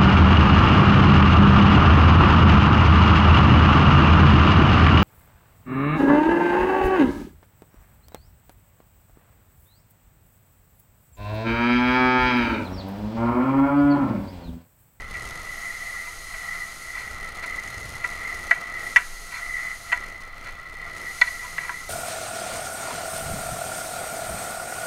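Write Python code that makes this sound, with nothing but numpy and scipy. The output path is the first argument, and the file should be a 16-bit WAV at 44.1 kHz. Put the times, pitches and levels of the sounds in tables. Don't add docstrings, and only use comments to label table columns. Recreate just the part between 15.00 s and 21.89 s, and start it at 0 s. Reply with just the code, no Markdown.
import sys
import numpy as np
from scipy import signal
from scipy.fft import rfft, irfft, next_fast_len
from scipy.io import wavfile
from scipy.ndimage import uniform_filter1d

SR = 44100
rng = np.random.default_rng(int(sys.argv[2]) if len(sys.argv) > 2 else 0)


def to_wav(s):
    ch = np.atleast_2d(s).T
    pcm = np.round(np.clip(ch, -1, 1) * 32767)
    wavfile.write(sys.argv[1], SR, pcm.astype(np.int16))


N = 303849
TIME_S = np.arange(N) / SR
USUAL_WHINE_DB, USUAL_RUSH_DB = -38, -55

# (time [s], relative whine level [dB])
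CAVITY_FLOW = [(0.0, -42.0), (0.36, -40.0), (0.84, -33.5), (1.24, -42), (1.54, -31), (1.76, -45),
               (2.0, -37), (2.14, -39.5), (2.52, -34.5), (2.82, -42), (3.33, -32), (3.42, -40.5),
               (3.85, -34.0), (3.93, -43), (4.25, -45), (4.5, -33), (4.7, -32.0), (4.8, -45), (4.93, -33.0),
               (5.12, -43.5), (5.7, -42), (5.94, -38), (6.12, -38.5), (6.64, -40), (6.89, -42.5)]
# (time [s], relative hiss [dB], relative rush [dB])
HULL_FLOW = [(0.0, -58.0, -54), (0.24, -49.5, -50.5), (0.33, -50, -49), (0.64, -46.5, -57.5),
             (1.85, -47.0, -58.5), (2.22, -51.5, -51), (3.45, -49, -51), (3.7, -53.5, -52),
             (3.87, -46, -50.5), (4.03, -47.0, -58.5), (4.93, -48.5, -59), (4.98, -53.5, -52.5),
             (5.33, -61, -57.5), (5.47, -55, -52), (5.64, -63, -58), (6.03, -50, -50.5),
             (6.17, -44.5, -58.5), (6.63, -47, -55), (6.89, -47, -58.0)]
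# (frequency [Hz], width [Hz], gain struck [dB], gain blown [dB])
HOUSING_MODES = [(162, 10, -42, -7), (660, 40, -29, -7), (698, 26, -20, -4.5), (810, 60, -33, -9),
                 (989, 22, -13.5, -11), (1080, 28, -21, -4), (1218, 44, -24, -1), (1312, 58, -22, 2),
                 (1380, 38, -13, 0.5), (1512, 36, -14.5, -7), (1695, 26, -16, -10), (1860, 45, -18, -20),
                 (1945, 42, 0, -10), (2020, 60, -6.5, -10), (2090, 60, -13, -20), (2168, 55, -13, -10),
                 (2305, 75, -11, -8), (2430, 70, -28, -13), (2620, 50, -26, -14), (2758, 55, -24, -17),
                 (2942, 55, -27, -15), (3130, 80, -35, -15), (3440, 80, -33, -17), (3620, 80, -36, -20),
                 (4190, 200, -30, -14), (14200, 500, -38, -39)]


def undb(db):
    return 10 ** (np.asarray(db) / 20)


def unit_rms(x):
    return x / np.sqrt(np.mean(x ** 2))


def curves(table):
    times_s, *columns = np.transpose(table)
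    return [np.interp(TIME_S, times_s, column) for column in columns]


def swell(peak_s, half_s):
    return np.exp(-((TIME_S - peak_s) / half_s) ** 2)


def resonate(x, hz, width_hz):
    return signal.lfilter(*signal.iirpeak(hz, hz / width_hz, fs=SR), x + 1e-18)


def coloured(gain_at):
    size = next_fast_len(N, real=True)
    grid_hz = np.linspace(1, SR / 2, size // 32)
    gain = np.interp(np.arange(size // 2 + 1) * SR / size, grid_hz, gain_at(grid_hz))
    spectrum = rfft(rng.standard_normal(size)) * gain
    return unit_rms(irfft(spectrum, size)[:N])


def noise(spectrum):
    hz, db = np.transpose(spectrum)
    return coloured(lambda f: undb(np.interp(np.log(f), np.log(hz), db)))


def blown(modes):
    def gain_at(f):
        gains = (undb(db) / (1 + (2 * (f - hz) / width_hz) ** 2) for hz, width_hz, db in modes)
        return np.sqrt(sum(gain ** 2 for gain in gains))
    return coloured(gain_at)


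def flutter(rate_hz, depth_db):
    steps = rng.standard_normal(N // 40)
    wander = unit_rms(np.interp(TIME_S * rate_hz, np.arange(len(steps)), steps))
    return undb(depth_db * wander) / np.exp((depth_db * np.log(10) / 20) ** 2)


def cavity_whine(gain_db=1.22):
    # (frequency [Hz], width [Hz], gain [dB])
    cavity_modes = [(1946, 66, 0), (2026, 105, -1.5), (2000, 340, -17)]
    whine_db, = curves(CAVITY_FLOW)
    return blown(cavity_modes) * undb(whine_db + gain_db) * flutter(rate_hz=12, depth_db=1.57)


def housing_shake(usual_db=-43.5, db_per_whine_db=0.46, db_per_rush_db=0.29, hum_db=-55.5):
    whine_db, = curves(CAVITY_FLOW)
    _, rush_db = curves(HULL_FLOW)
    shake_db = usual_db + db_per_whine_db * (whine_db - USUAL_WHINE_DB)
    shake_db += db_per_rush_db * (rush_db - USUAL_RUSH_DB)
    body = blown([(hz, 1.4 * width_hz, db) for hz, width_hz, _, db in HOUSING_MODES])
    hum = blown([HOUSING_MODES[0][:3]]) * undb(hum_db) * swell(peak_s=6.62, half_s=0.32)
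    return body * undb(shake_db) * flutter(rate_hz=45, depth_db=1.34) + hum


def sputter(depth_db, rate_hz=60, width_hz=150):
    eddies = np.tanh(1.1 * blown([(rate_hz, width_hz, 0)]) - 0.5)
    gain = undb(depth_db * eddies)
    return gain / np.sqrt(uniform_filter1d(gain ** 2, size=SR // 8))


def airstream(hiss_gain_db=2.5, rush_gain_db=6.5, tear_onset_db=-6.5):
    # (frequency [Hz], relative density [dB])
    hiss_spectrum = [(1500, -8.5), (2800, -2), (3650, -3), (4200, 4), (4600, -0.5), (5000, 1.5), (5500, -2),
                     (6600, 5), (7450, -5), (8000, 0), (8450, -3), (9250, 2.5), (9950, -4), (10600, -1),
                     (11400, -5), (12150, -2.5), (12900, -15), (16000, -18)]
    # (frequency [Hz], relative density [dB])
    rush_spectrum = [(30, 6), (130, -1.5), (180, 2), (250, -0.5), (500, 1.5), (900, -1.5), (2800, -8),
                     (6000, -14), (14000, -44)]
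    hiss_db, rush_db = curves(HULL_FLOW)
    torn = np.clip((rush_db - hiss_db - tear_onset_db) / 8, 0, 1)
    spurts = sputter(depth_db=0.5 + 6.5 * torn) * flutter(rate_hz=28, depth_db=1.3 * torn)
    hiss = noise(hiss_spectrum) * undb(hiss_db + hiss_gain_db) * spurts
    rush = noise(rush_spectrum) * undb(rush_db + rush_gain_db) * spurts ** 0.6
    return hiss + rush


def buffeting(usual_db=-53, db_per_rush_db=0.4, rumble_db=-45.5):
    # (frequency [Hz], relative density [dB])
    buffet_spectrum = [(25, -22), (55, 5.5), (90, 0.5), (130, -4), (220, -17), (500, -65)]
    # (frequency [Hz], relative density [dB])
    rumble_spectrum = [(6, 1), (22, 13), (35, 3.5), (60, -17), (200, -75)]
    # (peak [s], half length [s], buffet change [dB], rumble change [dB])
    gusts = [(0.19, 0.23, 8, 2.5), (2.19, 0.13, 7, 5), (2.82, 0.14, 12, -7), (4.137, 0.14, -3, 6.5)]
    _, rush_db = curves(HULL_FLOW)
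    buffet_db = usual_db + db_per_rush_db * (rush_db - USUAL_RUSH_DB)
    for peak_s, half_s, buffet_change_db, rumble_change_db in gusts:
        gust = swell(peak_s, half_s)
        buffet_db += buffet_change_db * gust
        rumble_db += rumble_change_db * gust
    return noise(buffet_spectrum) * undb(buffet_db) + noise(rumble_spectrum) * undb(rumble_db)


def soften(force, hardness_hz):
    return signal.sosfilt(signal.butter(2, hardness_hz, fs=SR, output="sos"), force)


def housing_ring(force, favoured_hz, boost_db, spread_oct):
    ring = 0
    for k, (hz, width_hz, db, _) in enumerate(HOUSING_MODES):
        nearness = np.exp(-(np.log2(hz / favoured_hz) / spread_oct) ** 2 / 2)
        polarity = (-1) ** k
        ring += polarity * undb(db + boost_db * nearness) * resonate(force, hz, width_hz)
    return ring


def rattles(grain_exponent=1.4):
    # (start [s], length [s], level [dB], favoured frequency [Hz])
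    bursts = [(0.123, 0.055, -35.5, 2200), (1.063, 0.019, -38, 1150), (1.338, 0.01, -32, 2000),
              (1.924, 0.13, -36.5, 4200), (2.423, 0.034, -33, 4200), (4.298, 0.12, -36, 4200),
              (5.416, 0.11, -40.5, 4200), (6.265, 0.028, -30, 4200), (6.398, 0.089, -39, 1000),
              (6.598, 0.11, -37.5, 1000)]
    out = np.zeros(N + SR)
    t = TIME_S[:SR // 4]
    for start_s, length_s, level_db, favoured_hz in bursts:
        jitter = rng.standard_normal(len(t))
        envelope = np.sin(np.pi * np.clip(t / length_s, 0, 1))
        contacts = np.sign(jitter) * np.abs(jitter) ** grain_exponent * envelope
        force = soften(contacts, hardness_hz=6000)
        ring = housing_ring(force, favoured_hz, boost_db=8.5, spread_oct=0.29)
        ring_rms = np.sqrt(np.sum(ring ** 2) / (length_s * SR))
        start = int(start_s * SR)
        out[start:start + len(t)] += undb(level_db) * ring / ring_rms
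    return out[:N]


def knocks(chatter=0.18, settle_db=-20, settle_s=0.039, crack_hz=1650, crack_width_hz=750, tick_db=-33):
    # (time [s], ring level [dB], favoured frequency [Hz], its boost [dB],
    #          chatter decay [s], crack peak [dB], contact hardness [Hz])
    hits = [(3.0409, -23, 1350, 4, 0.0093, -27, 4800), (3.5102, -12.5, 950, 1, 0.003, -18, 3320),
            (3.9608, -16, 750, 7.5, 0.0024, -1, 6800), (3.9638, -14, 3030, 11, 0.0079, -33, 4700),
            (4.919, -26.5, 1980, 21, 0.00087, -21, 4500), (4.9248, -17, 2870, 3, 0.0029, -20, 4430),
            (6.2141, -11, 4000, 11, 0.0032, -36, 4400), (6.5824, -25, 2000, 3, 0.0009, -18, 2600),
            (6.694, -28.5, 1010, 11.5, 0.00087, -16.5, 2900)]
    out = np.zeros(N + SR)
    t = TIME_S[:SR // 4]
    for start_s, ring_db, favoured_hz, boost_db, chatter_s, crack_db, hardness_hz in hits:
        envelope = np.exp(-t / chatter_s) + undb(settle_db) * np.exp(-t / settle_s)
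        force = chatter * rng.standard_normal(len(t)) * envelope
        force[0] += 1
        force = soften(force, hardness_hz)
        ring = housing_ring(force, favoured_hz, boost_db, spread_oct=0.23)
        ring += undb(tick_db) * resonate(force, hz=6400, width_hz=1130)
        ring *= undb(ring_db) / np.std(ring[:SR // 50])
        crack = resonate(resonate(force, crack_hz, crack_width_hz), crack_hz, crack_width_hz)
        crack *= undb(crack_db) / np.abs(crack).max()
        start = int(start_s * SR)
        out[start:start + len(t)] += ring + crack
    return out[:N]


def scene():
    wind = cavity_whine() + housing_shake() + airstream() + buffeting()
    return (wind + knocks() + rattles())[None]


def record(dry):
    ceiling, self_noise_db, cutoff_hz = 0.67, -65.5, 15650
    port_hz, port_width_hz, port_db = 14200, 1200, 4
    clipped = dry / (1 + (dry / ceiling) ** 20) ** (1 / 20)
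    ping = resonate(resonate(clipped - dry, port_hz, port_width_hz), port_hz, port_width_hz)
    heard = clipped + undb(port_db) * ping + undb(self_noise_db) * rng.standard_normal(N)
    return signal.sosfilt(signal.ellip(10, 0.2, 80, cutoff_hz, fs=SR, output="sos"), heard)


dry = scene()
out = record(dry)
to_wav(out)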